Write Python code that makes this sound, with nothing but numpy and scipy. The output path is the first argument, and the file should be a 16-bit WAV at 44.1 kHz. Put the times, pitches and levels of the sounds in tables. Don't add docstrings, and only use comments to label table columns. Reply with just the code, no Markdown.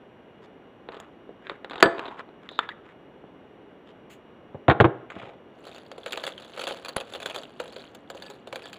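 import sys
import numpy as np
from scipy import signal
from scipy.fft import rfft, irfft, next_fast_len
from scipy.io import wavfile

SR = 44100
rng = np.random.default_rng(int(sys.argv[2]) if len(sys.argv) > 2 else 0)


def store_pcm(level_fs):
    pcm = np.round(np.clip(level_fs, -1, 1) * 32767).astype(np.int16)
    wavfile.write(sys.argv[1], SR, np.atleast_2d(pcm).T)


N = 387198
TIME = np.arange(N) / SR

# hz, gain_db
ROOM_NOISE_TONE = [(20, -38), (53, -16), (242, -3), (405, -2.5), (677, -9), (911, -13), (1610, -19),
                   (2910, -26.5), (3430, -29), (4870, -49.5), (11600, -58), (16000, -73)]
ROOM_NOISE_DB = -50.5
# hz, relative_db
WHINE = [(2875, -72), (5740, -91), (11450, -97)]
# hz, t60_s
KITCHEN_T60 = [(100, 0.13), (400, .5), (1200, 0.53), (4000, 0.53), (12000, .22)]
# hz, width_hz
HOUSING_NOTCHES = [(5800, 600), (8520, 600), (12000, 1300)]
CUTOFF_HZ = 15400

# hz, gain_db
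PUFF_TONE = [(500, -10), (2800, 3.5), (5200, -16), (7000, -5), (10000, -17), (15000, -17)]
PUFF_S, PUFF_DB, PUFF_ATTACK_S, PUFF_HOLD_S, PUFF_T60_S = 4.096, -53, 0.0072, 0.04, 0.1

# start_s, length_s, level_db (before the swell), resonance_hz, width_hz (of each of two passes)
RUBS = [(0.416, 0.056, -57, 3030, 1500), (0.87, 0.23, -51.5, 1100, 700), (1.404, 0.18, -51, 1510, 700),
        (1.688, 0.12, -44.5, 1080, 700), (1.9, 0.28, -40, 900, 450), (2.167, 0.053, -40, 1092, 650),
        (2.41, 0.1, -55, 1300, 1013), (2.485, 0.12, -51, 3780, 450), (2.601, .07, -43.5, 1750, 600),
        (2.7, 0.029, -40.5, 1850, 350), (2.838, 0.1, -53, 1295, 1200), (3.855, 0.07, -57.5, 2840, 1100),
        (5.09, 0.23, -51, 1900, 1000), (5.1, 0.29, -48, 620, 397)]
# hz, gain_db
RUB_TONE = [(400, 0), (1200, 17), (2200, 10.5), (3900, 5), (5200, -31), (7200, -17), (9000, -28),
            (14500, -38)]

# start_s, level_db, bass_lift_db, treble_lift_db
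CAP = [(2.49, -39.5, -50, 2), (2.516, -42.5, 28, 29), (2.59, -18, -6, 0), (2.69, -32.5, -22, -7)]
# hz, gain_db
CAP_TONE = [(100, -25), (350, -1), (750, -5), (1200, 5), (1600, 3), (2300, -18), (3600, -6), (4700, -29),
            (5700, -45), (6800, -32.5), (9000, -49), (15000, -54)]

# start_s, level_db, bass_lift_db, treble_lift_db
JAR = [(3.239, -42, 20, 2.5), (4.546, -32.5, 16, 5), (4.6818, -13.5, -2, 5), (4.6869, -10.5, 2.5, -6),
       (4.6985, -12, -10, -2), (4.7122, -16.5, -7, 1), (4.8014, -9, -4, -4), (4.809, -11.5, 1, 8),
       (4.8436, -11, 2.5, 0), (4.852, -16.5, -0.5, -14.5), (5.1017, -38, -18, 19), (5.119, -42, -16, 18),
       (5.163, -35, 4, 6), (5.217, -42.5, -14, 3), (5.232, -38, -3, -3), (5.272, -42.5, 0, 6)]
# hz, gain_db
JAR_TONE = [(35, -44), (60, -12), (95, 0), (150, 2.5), (250, -3), (350, 3.5), (800, -3), (1400, -8),
            (2300, -19), (3800, -27.5), (5300, -62.5), (7000, -55), (10000, -78.5), (15000, -82)]
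# start_s, counter_boom_db, jar_ring_db
LANDINGS = [(4.6818, -22.5, -18), (4.8014, -15, -29), (4.8436, -16.5, -31)]
# hz, strength_db, t60_s
JAR_MODES = [(750, -2, 0.28), (822, -4.5, 0.23), (1400, -6, .24)]
# hz, strength_db, t60_s
COUNTER_MODES = [(121, 4.5, 0.15), (124.6, -19, 0.62), (170, -2.5, 0.11), (339, -7, 0.29), (388, -6, 0.25)]

# start_s, level_db, bass_lift_db, treble_lift_db
SPOON = [(0.8884, -34.5, 2.5, -22), (1.001, -42.5, 0, 17.5), (1.292, -40, 19, -34.5),
         (1.469, -40.5, -13.5, -18), (1.497, -30.5, -7.5, -13), (1.516, -38, 10, -14),
         (1.646, -35.5, -4.5, -9), (1.698, -41.5, -2, 1.5), (1.802, -37, -9.5, -1), (1.8067, -33.5, -9, 0),
         (1.8262, -7.5, -9, 0), (1.8285, -8, 4, 0.5), (1.858, -18.5, 5, -27), (1.982, -33.5, 2, -15),
         (1.9937, -31.5, 0, -3), (2.194, -37, -0.5, -4), (2.2895, -45, 9.5, -28)]
# hz, gain_db
SPOON_TONE = [(100, -15), (220, -6), (400, 5.5), (800, -1.5), (1500, -2), (2200, -10), (3800, -9.5),
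              (4700, -22.5), (5300, -31), (7500, -25.5), (9500, -38.5), (15000, -49.5)]
# start_s, length_s, skip_level_db, treble_lift_db
SKIDS = [(0.921, .06, -43, -3), (1.71, .08, -37, -6), (2.056, .035, -36, -17)]
SKIP_GAP_S, REBOUND_MAX_S, REBOUND_LOSS_DB = .0235, .008, 5.5
# start_s, level_db, tilt_db_per_octave
RINGS = [(1.827, -15.5, -2.5), (1.858, -30, -5), (6.2363, -42, 4.5), (8.225, -49, 3), (8.2622, -50, 4),
         (8.557, -52, 1), (8.639, -46, 0)]
# hz, strength_db, t60_s
BOWL_MODES = [(345, -12, .3), (495, -11, .2), (675, -17, .42), (980, -14, .25), (1285, -16, .13),
              (1632, -12, .12), (1722, -1, .2), (3350, -6, .05), (4606, 3, .045), (4690, -24, .2),
              (8010, -25, .2), (11000, -27, .08), (14200, -30, .08)]

# start_s, level_db, bass_lift_db, pitch_hz
FLAKES = [(5.668, -43.5, 13, 4040), (5.9157, -39, 3, 3330), (5.9807, -37.5, 15, 2150),
          (6.0613, -31, 5.5, 2300), (6.1228, -33.5, -12, 3400), (6.131, -31, 9, 2340),
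          (6.1743, -31, 4.5, 3840), (6.2385, -31, -4, 4600), (6.2664, -31.5, -6, 3460),
          (6.2767, -32.5, 2.5, 2000), (6.379, -41.5, -7, 3100), (6.577, -35, 8, 2199),
          (6.5937, -35.5, -1, 3260), (6.616, -34, -2, 2500), (6.6388, -32, -0.5, 4630),
          (6.6698, -30, 2.5, 3430), (6.677, -33.5, 0, 2520), (6.6875, -37.5, 0, 3400),
          (6.71, -31, 12, 4600), (6.8487, -37, -3, 2450), (6.859, -38.5, -4, 4580), (6.8841, -36, -5, 4570),
          (6.8905, -36.5, -3, 4560), (6.9635, -29, 0.5, 3940), (6.9815, -35, 2, 3150),
          (7.002, -36.5, -1, 2880), (7.0094, -35.5, 3, 2520), (7.137, -36.5, 1, 3600),
          (7.1497, -36, 4, 3570), (7.229, -37.5, 2, 3470), (7.26, -28.5, -2.5, 3400),
          (7.2982, -37, 7.5, 3420), (7.346, -36.5, 0, 2523), (7.3608, -31.5, 9, 3470),
          (7.601, -28, 9.5, 2360), (7.764, -36.5, 9.5, 2396), (7.9488, -45, -3.5, 6560),
          (8.1009, -36, 2.5, 7300), (8.149, -40, 20, 6680), (8.2228, -42, -10, 4400),
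          (8.301, -40.5, 9, 6910), (8.473, -39, 6.5, 3620), (8.5271, -32.5, 9.5, 2280),
          (8.558, -33.5, 0.5, 2320), (8.6568, -41.5, 2, 7600), (8.73, -41.5, -11, 2480)]
# hz, gain_db
FLAKE_TONE = [(150, -27), (300, -10), (520, 5), (950, -2.5), (1500, 0.5), (2100, -7), (3500, -2.5),
              (4600, -8), (4900, -20), (7200, -14.5), (9500, -21.5), (10400, -15.5), (11300, -30),
              (14800, -25.5)]
# start_s, length_s, crackle_level_db
SQUEEZES = [(5.638, 0.15, -55), (6.047, 0.25, -53), (6.379, .13, -57), (6.55, 0.2, -48.5),
            (7.102, 0.31, -51), (7.62, 0.199, -56.5), (8.147, 0.16, -57.5), (8.539, 0.23, -57.5)]
GRIP_DB_PER_S, RELAX_DB_PER_S = 176, 85
BITS_PER_S, BIT_ABOVE_CRACKLE_DB, BIT_SPREAD_DB, BIT_BASS_DB = 36, 7.5, 2.5, 2
BIT_LOW_HZ, BIT_HIGH_HZ = 2300, 7140
MIC_HIT_S, MIC_HIT_DB = 6.9669, -8.5

SNAP_T60_S = .005


def from_db(db):
    return 10 ** (np.asarray(db) / 20)


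def rms_one(x):
    return x / np.sqrt(np.mean(x ** 2) + 1e-20)


def at_hz(points, hz):
    knots, values = np.transpose(points)
    return np.interp(np.log(hz + 1e-3), np.log(knots), values)


def colour(x, *tones):
    size = 2 * next_fast_len(len(x))
    hz = np.arange(size // 2 + 1) * SR / size
    gain_db = sum(at_hz(tone, hz) for tone in tones)
    cepstrum = irfft(np.log(from_db(gain_db)))
    cepstrum[1:size // 2] *= 2
    cepstrum[size // 2 + 1:] = 0
    response = np.exp(rfft(cepstrum))
    return irfft(rfft(x, size) * response)[:len(x)]


def add(out, start_s, sound):
    start = int(start_s * SR)
    out[start:start + len(sound)] += sound[:max(N - start, 0)]


def resonate(x, hz, width_hz):
    r = np.exp(-np.pi * width_hz / SR)
    zeros = np.array([1, 0, -1]) * (1 - r * r) / 2
    poles = [1, -2 * r * np.cos(2 * np.pi * hz / SR), r * r]
    return signal.lfilter(zeros, poles, x + 1e-18)


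def high_pass(x, order, hz):
    return signal.sosfilt(signal.butter(order, hz, "high", fs=SR, output="sos"), x)


def ring(modes, contact_s, tilt_db=0):
    t = TIME[:SR // 2]
    out = 0
    for hz, db, t60_s in modes:
        strength_db = db + tilt_db * np.log2(hz / 2000) + rng.normal(0, 1)
        out = out + from_db(strength_db - 60 * t / t60_s) * np.sin(2 * np.pi * hz * t)
    return out * (1 - np.exp(-(t / contact_s) ** 2))


def grains(per_s, spread_db):
    sizes = from_db(spread_db * np.minimum(rng.exponential(1, N), 4))
    sizes = sizes * rng.choice([-1, 1], N)
    return sizes * (rng.random(N) < per_s / SR)


def contact(level_db, bass_db, treble_db, tone, snap, chatter, chatter_t60_s,
            boom, boom_hz, boom_t60_s, pitches=()):
    t = TIME[:SR // 6]
    hard, dull = rng.standard_normal((2, len(t)))
    burst = hard * (snap * from_db(-60 * t / SNAP_T60_S) + chatter * from_db(-60 * t / chatter_t60_s))
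    dull = signal.sosfilt(signal.butter(2, boom_hz, fs=SR, output="sos"), dull)
    burst += boom * dull * from_db(-60 * t / boom_t60_s)
    burst[0] += 1
    burst = burst + sum(gain * resonate(burst, hz, width_hz) for hz, width_hz, gain in pitches)
    shelves = [(600, bass_db), (1800, 0), (4000, 0), (7000, treble_db)]
    sound = colour(burst, tone, shelves)
    onset_rms = np.sqrt(np.sum(sound[:SR // 70] ** 2) / (SR / 100))
    return from_db(level_db) * sound / onset_rms


def background(whine_db, blur_hz, blur_gain):
    air = from_db(ROOM_NOISE_DB) * rms_one(colour(rng.standard_normal(N), ROOM_NOISE_TONE))
    for hz, db in WHINE:
        blur = resonate(resonate(rng.standard_normal(N), hz, blur_hz), hz, blur_hz)
        line = np.sin(2 * np.pi * hz * TIME) + blur_gain * rms_one(blur)
        air += from_db(db + whine_db) * line
    return air


def kitchen(x, wet_db, near_db, near_t60_s):
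    t = TIME[:int(.8 * SR)]
    white = rfft(rng.standard_normal(len(t)))
    hz = np.arange(len(white)) * SR / len(t)
    tail = 0
    for centre_hz, t60_s in KITCHEN_T60:
        share = at_hz([(knot, knot == centre_hz) for knot, _ in KITCHEN_T60], hz)
        tail = tail + irfft(white * share, len(t)) * from_db(-60 * t / t60_s)
    tail = colour(tail * (t > .012), [(100, 5.5), (600, 2.5), (1500, -2.5), (4000, -8.0), (10000, -8.5)])
    near = rng.standard_normal(len(t)) * from_db(-60 * t / near_t60_s) * (t > .004)
    near = colour(near, [(3500, -0.5), (6000, -3.5), (14000, -6.5)])
    response = from_db(wet_db) * tail + from_db(near_db) * near
    return signal.fftconvolve(x, response)[:N]


def housing(x):
    for hz, width_hz in HOUSING_NOTCHES:
        x = signal.lfilter(*signal.iirnotch(hz, hz / width_hz, fs=SR), x)
    return x


def puff():
    t = np.maximum(TIME - PUFF_S, 0)
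    attack = np.minimum(t / PUFF_ATTACK_S, 1)
    decay = from_db(-60 * np.maximum(t - PUFF_HOLD_S, 0) / PUFF_T60_S)
    hiss = rms_one(colour(rng.standard_normal(N), PUFF_TONE))
    return from_db(PUFF_DB) * attack * decay * hiss


def friction(slips_per_s, rustle_db, rustle_per_width, catch_db):
    out = np.zeros(N)
    slips = grains(slips_per_s, spread_db=5.0)
    catches = rng.standard_normal(N // 200)
    slips *= from_db(catch_db * np.interp(TIME, np.linspace(0, TIME[-1], len(catches)), catches))
    rustle = colour(slips, RUB_TONE)
    for start_s, length_s, level_db, hz, width_hz in RUBS:
        span = slice(int(start_s * SR), int((start_s + length_s) * SR))
        body = rms_one(resonate(resonate(slips[span], hz, width_hz), hz, width_hz))
        rustle_gain = from_db(rustle_db) * (width_hz / 1000) ** rustle_per_width
        stroke = rms_one(body + rustle_gain * rms_one(rustle[span]))
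        swell = np.sin(np.linspace(0, np.pi, len(stroke)))
        add(out, start_s, from_db(level_db) * stroke * swell)
    return out


def cap():
    out = np.zeros(N)
    for start_s, *blow in CAP:
        add(out, start_s, contact(*blow, CAP_TONE, snap=.15, chatter=0.21, chatter_t60_s=0.02,
                                  boom=0.08, boom_hz=2180, boom_t60_s=0.045))
    return out


def jar():
    out = np.zeros(N)
    for start_s, *blow in JAR:
        add(out, start_s, contact(*blow, JAR_TONE, snap=.08, chatter=0.21, chatter_t60_s=0.053,
                                  boom=0.15, boom_hz=800, boom_t60_s=0.057))
    for start_s, counter_db, jar_db in LANDINGS:
        add(out, start_s, from_db(counter_db) * ring(COUNTER_MODES, contact_s=0.00086))
        add(out, start_s, from_db(jar_db) * ring(JAR_MODES, contact_s=0.0018))
    return high_pass(out, order=4, hz=58)


def spoon_skips():
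    touches = []
    for start_s, length_s, level_db, treble_db in SKIDS:
        for k in range(int(length_s / SKIP_GAP_S) + 1):
            touches.append((start_s + k * SKIP_GAP_S, level_db + rng.normal(), 0, treble_db))
    rebounds = [(start_s + REBOUND_MAX_S * rng.uniform(.5, 1), level_db - REBOUND_LOSS_DB, *lifts)
                for start_s, level_db, *lifts in touches]
    return touches + rebounds


def spoon_and_bowl():
    out = np.zeros(N)
    for start_s, *blow in SPOON:
        add(out, start_s, contact(*blow, SPOON_TONE, snap=.12, chatter=0.16, chatter_t60_s=0.019,
                                  boom=0.0662, boom_hz=1500, boom_t60_s=.13))
    spoon_edge = (3800, 600, 0.96)  # hz, width_hz, gain
    for start_s, *blow in spoon_skips():
        add(out, start_s, contact(*blow, SPOON_TONE, snap=0, chatter=0.23, chatter_t60_s=0.019,
                                  boom=0.11, boom_hz=1500, boom_t60_s=.1, pitches=[spoon_edge]))
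    for start_s, level_db, tilt_db in RINGS:
        add(out, start_s, from_db(level_db) * ring(BOWL_MODES, contact_s=.0003, tilt_db=tilt_db))
    return out


def microphone_hit(port_hz, port_gain):
    click = np.zeros(N)
    add(click, MIC_HIT_S, from_db([MIC_HIT_DB]))
    pulse = np.convolve(click, -np.hanning(SR // 1800))[:N]
    pulse = high_pass(pulse, order=1, hz=60)
    return pulse + port_gain * resonate(click, port_hz, width_hz=180)


def squeeze_db(t):
    levels_db = []
    for start_s, length_s, level_db in SQUEEZES:
        swell_db = GRIP_DB_PER_S * np.maximum(start_s - t, 0)
        relax_db = RELAX_DB_PER_S * np.maximum(t - start_s - length_s, 0)
        levels_db.append(level_db - swell_db - relax_db)
    return np.max(levels_db, axis=0)


def falling_bits():
    slots = np.concatenate([np.arange(start_s, start_s + length_s, 1 / BITS_PER_S)
                            for start_s, length_s, _ in SQUEEZES])
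    delay, size, pitch = rng.random((len(slots), 3)).T
    start_s = slots + delay / BITS_PER_S
    level_db = squeeze_db(start_s) + BIT_ABOVE_CRACKLE_DB + BIT_SPREAD_DB * (2 * size - 1)
    pitch_hz = BIT_LOW_HZ * (BIT_HIGH_HZ / BIT_LOW_HZ) ** pitch
    return list(zip(start_s, level_db, np.full(len(start_s), BIT_BASS_DB), pitch_hz))


def flakes(crumbs_db, crumbs_t60_s, china_gain):
    out = np.zeros(N)
    breaking = from_db(squeeze_db(TIME))
    cracks = grains(per_s=600, spread_db=4.8)
    for hz in np.geomspace(2300, 15000, num=20):
        cracks += 7 * resonate(grains(per_s=28, spread_db=5.0), hz, width_hz=330)
    for start_s, level_db, bass_db, pitch_hz in FLAKES + falling_bits():
        overtone_hz, shard_hz = rng.uniform(5300, 7730), rng.uniform(10100, 15600)
        pitches = [(pitch_hz, 150, 2.4), (overtone_hz, 300, 1.1), (shard_hz, 400, 1.5)]
        treble_db = rng.normal(-2.0, 2.0)
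        tick = contact(level_db, bass_db, treble_db, FLAKE_TONE, snap=.4, chatter=0.44, chatter_t60_s=0.033,
                       boom=0.29, boom_hz=900, boom_t60_s=0.14, pitches=pitches)
        add(out, start_s, tick)
        crumbs = from_db(level_db + crumbs_db - 60 * TIME[:SR // 5] / crumbs_t60_s)
        add(breaking, start_s - .003, crumbs)
    crackle = colour(cracks, FLAKE_TONE, [(500, 5.0), (2500, 0.2), (9000, -1.5)])
    out += breaking * rms_one(crackle)
    china = sum(resonate(out, hz, np.log(1000) / (np.pi * t60_s)) for hz, _, t60_s in BOWL_MODES)
    return out + china_gain * china


def scene():
    direct = puff() + cap() + jar() + spoon_and_bowl()
    direct += friction(slips_per_s=3500, rustle_db=-0.5, rustle_per_width=1.3, catch_db=3.5)
    direct += flakes(crumbs_db=-18.5, crumbs_t60_s=0.18, china_gain=0.26)
    room = kitchen(direct, wet_db=-46.5, near_db=-34.0, near_t60_s=0.051)
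    heard = housing(direct + room + microphone_hit(port_hz=10300, port_gain=9.9))
    return (heard + background(whine_db=2.0, blur_hz=110, blur_gain=0.17))[None]


def record(dry):
    low_pass = signal.ellip(10, .2, 80, CUTOFF_HZ, fs=SR, output="sos")
    return signal.sosfilt(low_pass, np.clip(dry, -1, 1))


dry = scene()
out = record(dry)
store_pcm(out)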